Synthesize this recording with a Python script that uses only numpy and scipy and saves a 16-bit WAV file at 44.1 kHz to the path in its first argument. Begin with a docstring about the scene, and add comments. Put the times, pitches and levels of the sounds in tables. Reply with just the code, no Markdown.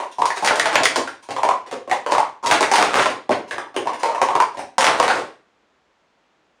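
"""In a small bare room, light plastic cups are stacked fast into pyramids on a table with a mat,
then swept down into piles. Each hit thumps the table, knocks on the mat, rings the air in the cup
and its thin wall, and clicks at the rim. Cups rattle and pop as they slide into each other.
The room echoes over a soft hush, something rings faintly along, and the loudest peaks are squashed."""
import sys
import numpy as np
from scipy import signal
from scipy.fft import rfft, irfft, next_fast_len
from scipy.io import wavfile
from scipy.ndimage import uniform_filter1d

SR = 44100
rng = np.random.default_rng(int(sys.argv[2]) if len(sys.argv) > 2 else 0)


def store_pcm(level_fs):
    """Save levels as 16-bit WAV."""
    pcm = np.round(np.clip(level_fs, -1, 1) * 32767).astype(np.int16)
    wavfile.write(sys.argv[1], SR, np.atleast_2d(pcm).T)


N = 291041
HIT_TIME = np.arange(SR // 8) / SR  # seconds since a hit; every fade_s is the time to fall by 60 dB
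FIRM_DB = -18.5  # a hit this strong has its usual snap; stronger ones sound cleaner


def amp(db):
    """Turn decibels into a number to multiply by."""
    return 10 ** (np.asarray(db) / 20)


def unit(x):
    """Scale a sound to an average strength (rms) of 1."""
    return x / np.sqrt(np.mean(x ** 2) + 1e-20)


def add(track, start_s, sound):
    """Mix a sound into the track."""
    start = max(round(start_s * SR), 0)
    track[start:start + len(sound)] += sound[:len(track) - start]


def along(points, hz):
    """Read between the rows of a (pitch_hz, value) table."""
    pitches, values = np.transpose(points)
    return np.interp(np.log(hz + 1), np.log(pitches + 1), values)


def causal(gain):
    """A filter with these gains that never sounds before it is hit (minimum phase)."""
    cepstrum = irfft(np.log(gain))
    half = len(gain) - 1
    cepstrum[1:half] *= 2
    cepstrum[half + 1:] = 0
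    return np.exp(rfft(cepstrum))


def coloured(x, spectrum):
    """Shape a sound's lows and highs with a (pitch_hz, level_db) table."""
    hz = np.fft.rfftfreq(2048, 1 / SR)
    response = irfft(causal(amp(along(spectrum, hz))))
    return signal.fftconvolve(x, response)[:len(x)]


def ring(tones, detune, scatter_db, swell_s):
    """The fading tones of a struck thing; every hit tunes and weights them a little differently."""
    hz, db, fade_s = np.transpose(tones)[:, :, None]
    tuning, strength, side = rng.standard_normal((3, len(tones), 1))
    swing = np.sign(side) * np.sin(2 * np.pi * hz * np.exp(detune * tuning) * HIT_TIME)
    swing *= amp(db + scatter_db * strength - 60 * HIT_TIME / fade_s) * (1 - np.exp(-HIT_TIME / swell_s))
    return np.diff(np.sum(swing / hz, axis=0), prepend=0)  # sound follows the change of motion


def crack(fade_s):
    """So many tones at once that they blur into a burst of noise, even from low to high."""
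    burst = rfft(rng.standard_normal(len(HIT_TIME)) * amp(-60 * HIT_TIME / fade_s))
    ripple = np.sqrt(np.abs(uniform_filter1d(np.abs(burst) ** 2, size=24)))
    return irfft(burst * causal(ripple.mean() / ripple), len(HIT_TIME))


# the lows and highs of the quiet room: pitch_hz, level_db
HUSH_COLOUR = [(25, -20), (60, -5), (100, -12), (200, -4), (500, -1.5), (1000, -3), (2000, -8.5),
               (3200, -12.5), (5000, -19.5), (7000, -23), (9500, -35.5), (12000, -45), (16000, -53)]
def room_hush(level_db):
    """The soft, steady noise of the room."""
    return amp(level_db) * unit(coloured(rng.standard_normal(N), HUSH_COLOUR))


# the tones of the table top: pitch_hz, level_db, fade_s
TABLE_TONES = [(66, -36.5, .08), (120, -7.5, 0.075), (189.2, -7.5, .035), (246.5, 5, 0.041),
               (300, 13, 0.025)]
def table_thump():
    """The table top shakes with a low thump."""
    return ring(TABLE_TONES, detune=0.04, scatter_db=-0.5, swell_s=0.0017)


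# the tones of a cup pressed on the mat: pitch_hz, level_db, fade_s
KNOCK_TONES = [(395.4, -5.5, 0.019), (450.5, -4, 0.022), (565.5, -3.5, 0.044), (710, 2, 0.027)]
def mat_knock():
    """A cup gives a short knock against the mat."""
    return ring(KNOCK_TONES, detune=0.073, scatter_db=4.0, swell_s=0.0016)


def cup_air(hz, fade_s):
    """The hollow 'pok': air rings in the struck cup, and more weakly in the cups it touches."""
    own = ring([(hz, 0, fade_s)], detune=0.027, scatter_db=-2, swell_s=0.0012)
    neighbour_tones = [(739.0, 2.0, 0.01), (920.5, -6.5, 0.042), (1073.0, -2.5, 0.033)]
    return own + amp(-8) * ring(neighbour_tones, detune=.03, scatter_db=5, swell_s=0.0012)


# the lows and highs of a cup's wall: pitch_hz, level_db
WALL_COLOUR = [(200, -32), (900, -11), (1350, 0.5), (1650, 0), (2150, -1), (2700, -5.5), (3500, -10),
               (5000, -17), (10000, -42.5), (16000, -63.5)]
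def cup_wall():
    """The thin wall's many tones die fast, in a dry clack."""
    return coloured(crack(fade_s=.016), WALL_COLOUR)


# a bright click, with the treble near 11 kHz filtered away: pitch_hz, level_db
CLICK_FILTER = [(100, -31), (400, -11.5), (1500, -6), (3500, 0.5), (5200, -0.5), (7000, -1.5), (7800, -7),
                (8600, -2.5), (10000, -7.5), (11300, -29), (14500, -22), (16500, -32.5)]
def rim_click(chatter_db, chatter_fade_s):
    """A sharp crack, then the rim chatters in tiny bounces."""
    bounces = unit(rng.standard_normal(len(HIT_TIME)) ** 5)
    chatter = bounces * amp(chatter_db - 60 * HIT_TIME / chatter_fade_s)
    return coloured(crack(fade_s=.011) + chatter, CLICK_FILTER)


# how long the room's echo lasts: pitch_hz, fade_s
ECHO_FADES = [(100, 0.47), (260, 0.41), (700, 0.29), (1800, 0.34), (4500, 0.32), (9000, 0.27), (15000, 0.2)]
def room_echo(snap_db, wall_db, wall_s, build_s):
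    """Sound arrives straight from the cup, then off the wall behind, then from all around."""
    hz, t, noise = signal.stft(rng.standard_normal(SR // 2), SR, nperseg=256)
    tail = signal.istft(noise * amp(-60 * t / along(ECHO_FADES, hz)[:, None]), SR, nperseg=256)[1]
    firmness = amp(min(snap_db, 0))  # a soft brush swells slowly and melts into its echoes
    tail *= 1 - np.exp(-(np.arange(len(tail)) / SR * firmness / build_s) ** 2)
    echo = amp(5) * tail / np.linalg.norm(tail)
    echo[0] += amp(snap_db) * firmness ** 2
    dull = np.hanning(9)
    add(echo, wall_s * rng.uniform(.88, 1.0), amp(wall_db) * firmness * dull / dull.sum())
    return echo


def in_room(parts, snap_db):
    """Give the parts of a hit their echo, and make them start equally strong."""
    echo = room_echo(snap_db, wall_db=-4.0, wall_s=0.0085, build_s=0.0036)
    heard = signal.fftconvolve(parts, echo[None], axes=1)
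    attack = round(.03 * SR)
    return heard / heard[:, :attack].std(axis=1, keepdims=True)


def hit(levels_db, air_hz, air_fade_s, snap_db):
    """One hit sounds five parts at once; high snap is a clean blow, low snap a soft brush."""
    parts = [table_thump(), mat_knock(), cup_air(air_hz, air_fade_s), cup_wall(),
             rim_click(chatter_db=-4.5 - snap_db, chatter_fade_s=0.042)]
    return amp(levels_db) @ in_room(parts, snap_db)


def part_levels(mix, db, support_db=0, air_db=0, wall_db=0, rim_db=0):
    """How loud the five parts are; the support is the table and mat together."""
    return np.add(mix, db) + [support_db, support_db, air_db, wall_db, rim_db]


# the parts of a cup being set down: table_db, mat_db, air_db, wall_db, rim_db
STACK_PARTS = (-25.5, -6.5, -1, -12.5, -19)
# cups set on a pyramid: start_s, level_db, edge_db, support_db, pitch_hz, second_touch_s
STACKED_CUPS = [(0.001, -26.5, 2, -0.5, 993, .027), (0.219, -12.5, -7, -8, 992, .036),
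                (1.364, -23.5, 1.5, -3, 1015, .021), (1.433, -17.5, 2, 2.5, 943, .018),
                (1.489, -14, -2.5, -3, 988, .021), (1.914, -19, 4.5, 2, 792, .016),
                (2.063, -24, 2, 5, 994, .025), (2.121, -17.5, 4, 3.5, 1034, .029),
                (2.182, -14.5, -0.5, -2.5, 890, .02), (2.231, -35.5, -2.5, -7, 990, .037),
                (3.872, -20, -2, -4, 955, .02), (4.033, -18, 3.5, 3, 950, .027),
                (4.088, -24.5, -1.5, 0.5, 966, .03), (4.148, -23.5, -0.5, -2.5, 920, .031),
                (4.216, -17, 5.5, 3.5, 917, .013), (4.287, -19, -3.5, -2.5, 913, .019),
                (4.353, -13.5, -3.5, 0, 938, .011), (4.402, -12, -0.5, -10.5, 926, .021)]
def stacking():
    """A cup meets one support, tips onto the other and settles, each touch weaker and more hollow."""
    track = np.zeros(N)
    for start_s, db, edge_db, support_db, hz, rock_s in STACKED_CUPS:
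        for touch, delay_s in enumerate([0, rock_s, 2.35 * rock_s]):
            touch_db = db - 3.5 * touch ** 2
            dulled_db = edge_db - 3.5 * touch
            levels = part_levels(STACK_PARTS, touch_db, support_db - touch,
                                 wall_db=dulled_db, rim_db=dulled_db)
            snap_db = 4.0 + 0.5 * (db - FIRM_DB) + 0.5 * touch
            add(track, start_s + delay_s, hit(levels, hz, air_fade_s=.024, snap_db=snap_db))
    return track


def faint_ring(cups, hz, fade_s, level_db):
    """Something small and hard nearby rings faintly along with the clatter."""
    t = np.arange(SR) / SR
    tone = np.sin(2 * np.pi * hz * t) * amp(-60 * t / fade_s)
    return signal.fftconvolve(cups, amp(level_db) * tone / np.linalg.norm(tone))[:N]


def soft_hits(rows, mix, air_hz, air_fade_s, snap_db):
    """Cushioned hits: the more the edge catches, the more wall and rim are heard."""
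    track = np.zeros(N)
    for start_s, db, edge_db in rows:
        levels = part_levels(mix, db, wall_db=edge_db, rim_db=edge_db)
        add(track, start_s, hit(levels, air_hz, air_fade_s, snap_db + 0.23 * (db - FIRM_DB)))
    return track


# the parts of a brush: table_db, mat_db, air_db, wall_db, rim_db
BRUSH_PARTS = (-20, -11.5, -0.5, -19.5, -15.5)
# cups brushed in passing: start_s, level_db, edge_db
BRUSHED_CUPS = [(0.107, -55.5, 22.5), (0.184, -21.5, -6), (0.353, -35.5, 12), (0.424, -19, -3),
                (0.735, -26.5, 9.5), (1.218, -52, 16), (2.11, -25.5, 8), (2.428, -27.5, -1.5),
                (2.441, -21.5, -4.5), (2.461, -19.5, 9.5), (3.473, -43, 7.5), (3.987, -38.5, 10.5),
                (4.537, -34.5, -5), (4.622, -50, 7)]
def brushing():
    """A hand or another cup grazes a cup and rings the air inside."""
    return soft_hits(BRUSHED_CUPS, BRUSH_PARTS, air_hz=939, air_fade_s=0.039, snap_db=-0.5)


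# the lows and highs of sliding plastic: pitch_hz, level_db
SLIDE_COLOUR = [(30, -29), (100, -19), (250, -4.5), (600, 4.5), (950, 4), (1300, 1.5), (2000, -4.5),
                (4000, -13), (7000, -19.5), (9500, -20.5), (11300, -40.5), (16000, -43)]
# cups sliding down over each other: start_s, length_s, level_db
SLIDING_CUPS = [(0.205, 0.018, -38), (0.394, 0.088, -33), (0.549, 0.056, -24.5), (0.64, 0.1, -25),
                (0.871, .04, -35), (2.439, 0.078, -22), (2.613, 0.045, -31.5), (2.757, 0.064, -20.5),
                (2.859, .11, -23.5), (3.966, .08, -36), (4.229, 0.05, -40.5), (4.795, 0.1, -24.5),
                (4.945, 0.088, -23.5), (5.061, 0.066, -28)]
def sliding(slips_per_s, spread_db, boost_db, fall_db_per_s):
    """Cups catch and slip in a rattle that swells with speed and fades once they sit tight."""
    slips = (rng.random(N) < slips_per_s / SR) * rng.standard_normal(N)
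    slips *= amp(spread_db * rng.standard_normal(N))
    t = np.arange(N) / SR
    force = np.zeros(N)
    for start_s, length_s, db in SLIDING_CUPS:
        swell = np.clip((t - start_s) / length_s, 0, 1) ** 1.5
        force += swell * amp(db - fall_db_per_s * np.maximum(t - start_s - length_s, 0))
    rattle = unit(coloured(slips, SLIDE_COLOUR)) * amp(boost_db) * force
    echo = room_echo(snap_db=1.5, wall_db=-6.5, wall_s=0.013, build_s=.005)
    return signal.fftconvolve(rattle, echo / np.linalg.norm(echo))[:N]


# the parts of a cup hitting a cup: table_db, mat_db, air_db, wall_db, rim_db
PILE_PARTS = (-21.5, -4, -1.5, -1, -7)
def pile_hits(rows, air_hz, air_fade_s, snap_db):
    """Cups strike wall to wall; the rim and the weight of the pile join in."""
    track = np.zeros(N)
    for start_s, db, edge_db, weight_db in rows:
        levels = part_levels(PILE_PARTS, db, support_db=weight_db, air_db=weight_db, rim_db=edge_db)
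        add(track, start_s, hit(levels, air_hz, air_fade_s, snap_db))
    return track


# cups dropping into each other: start_s, level_db, edge_db, weight_db
CLACKING_CUPS = [(0.256, -36.5, 15, 2), (0.304, -33, 0, 1.5), (0.372, -30, 1, -1.5), (0.447, -23, 5, 0.5),
                 (0.461, -27, 8, -3), (0.475, -15, -5.5, -12.5), (0.508, -27.5, -3.5, 9.5),
                 (0.557, -33.5, 10, 7.5), (0.657, -20.5, -2.5, 2), (0.779, -25.5, -8.5, -2),
                 (0.834, -23.5, 9, -1.5), (0.959, -24, 6, 4.5), (1.075, -37.5, 2.5, 2),
                 (2.512, -16.5, 1, -2.5), (2.554, -27, -5, 1.5), (2.608, -27.5, 9.5, 12),
                 (2.628, -17.5, -5.5, -6.5), (2.715, -22.5, 5, 5), (2.737, -23.5, 6.5, 4.5),
                 (2.757, -17.5, 0.5, -5), (2.782, -21, -1, 5), (2.842, -33, 5, 8), (2.955, -27, -3.5, 0),
                 (2.987, -22, -5.5, -1), (3.0, -24.5, -3.5, -2), (3.022, -24, -2, -13),
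                 (3.058, -22.5, -4, 6), (3.317, -24, -10, -1), (3.51, -30.5, -2.5, -3.5),
                 (3.582, -33.5, -2.5, 5.5), (4.782, -22.5, 6, 8), (4.808, -21, 4.5, -5.5),
                 (4.823, -25, 0, 7.5), (4.843, -16.5, -0.5, -7), (4.867, -17, -4, -2),
                 (5.08, -21.5, -1.5, 1), (5.101, -24.5, -4.5, 1.5)]
def clacking():
    """A cup clacks against the next as it joins a pile."""
    return pile_hits(CLACKING_CUPS, air_hz=897, air_fade_s=.02, snap_db=2.5)


# cups popping into or out of a pile: start_s, level_db, pitch_hz
POPPING_CUPS = [(.304, -28.5, 1860), (.508, -21.5, 1500), (0.599, -21.5, 1940), (0.857, -21, 2030),
                (1.076, -31.5, 1510), (1.913, -26.5, 1950), (3.51, -30.5, 1720), (3.583, -36, 1720),
                (3.765, -32, 2950), (4.867, -28, 2150), (5.101, -21.5, 1543)]
def popping(fade_s, glide, boost_db):
    """The thin layer of air between two cups rings briefly as they part or meet."""
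    track = np.zeros(N)
    loudness = amp(-60 * HIT_TIME / fade_s) * (1 - np.exp(-HIT_TIME / 0.00059))
    for start_s, db, hz in POPPING_CUPS:
        # the gap changes as the cups move, so the pitch slides
        pitch = hz * (1 + glide * (np.exp(-HIT_TIME / (fade_s / 8)) - .5))
        pop = np.sin(2 * np.pi * np.cumsum(pitch) / SR) * loudness
        add(track, start_s, amp(db + boost_db) * in_room([pop], snap_db=5.5)[0])
    return track


# whole piles pushed together: start_s, level_db, edge_db, weight_db
SLAMMED_PILES = [(0.597, -19, 2.5, -9), (0.756, -12.5, -6.5, -1), (0.855, -16, 3.5, -12.5),
                 (2.826, -20.5, -1.5, -3.5), (2.942, -23.5, -2, -1), (5.0, -22.5, 1.5, 9.5)]
def slamming():
    """A pile slams shut in one clean blow."""
    return pile_hits(SLAMMED_PILES, air_hz=950, air_fade_s=0.012, snap_db=8.0)


# the parts of a landing: table_db, mat_db, air_db, wall_db, rim_db
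LANDING_PARTS = (-11, 0, -6.5, -9, -14)
# cups coming down on the mat: start_s, level_db, edge_db
LANDING_CUPS = [(0.803, -20, -6), (0.979, -22.5, -10), (1.288, -33.5, -0.5), (1.307, -29.5, 3.5),
                (1.663, -42.5, 5), (1.713, -36, 7), (1.727, -28, -3.5), (1.876, -32.5, -7.5),
                (1.897, -33.5, 5.5), (3.102, -30.5, 4), (3.293, -17, -12.5), (3.309, -19, -6.5),
                (3.346, -34, -3.5), (3.53, -33.5, 0), (3.743, -37.5, -1.5), (3.764, -22.5, 1.5),
                (3.783, -32, -2.5), (3.857, -31, -6.5), (3.933, -36.5, 7.5), (4.572, -35.5, 3),
                (4.592, -32, 4.5), (5.027, -26.5, 8), (5.155, -26.5, 0.5), (5.19, -28.5, -2.5)]
def landing():
    """A cup knocks down on the mat, where its air rings only very briefly."""
    return soft_hits(LANDING_CUPS, LANDING_PARTS, air_hz=820, air_fade_s=0.0077, snap_db=4)


def scene():
    """The cups and the room, heard from one spot."""
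    cups = stacking() + clacking() + slamming() + landing() + brushing()
    cups += popping(fade_s=0.021, glide=.25, boost_db=2.0)
    cups += sliding(slips_per_s=300, spread_db=3.5, boost_db=5, fall_db_per_s=189)
    ringing = faint_ring(cups, hz=4065, fade_s=.65, level_db=-38.5)
    return (cups + ringing + room_hush(level_db=-63.5))[None]


def record(dry):
    """Squash the loudest peaks and cut off the very highest treble."""
    ceiling, hardness, top_hz = .74, 9, 16650
    squashed = dry / (1 + np.abs(dry / ceiling) ** hardness) ** (1 / hardness)
    size = next_fast_len(N + SR // 2)
    passes = np.fft.rfftfreq(size, 1 / SR) < top_hz
    return irfft(rfft(squashed, size) * passes, size)[:, :N]


dry = scene()
out = record(dry)
store_pcm(out)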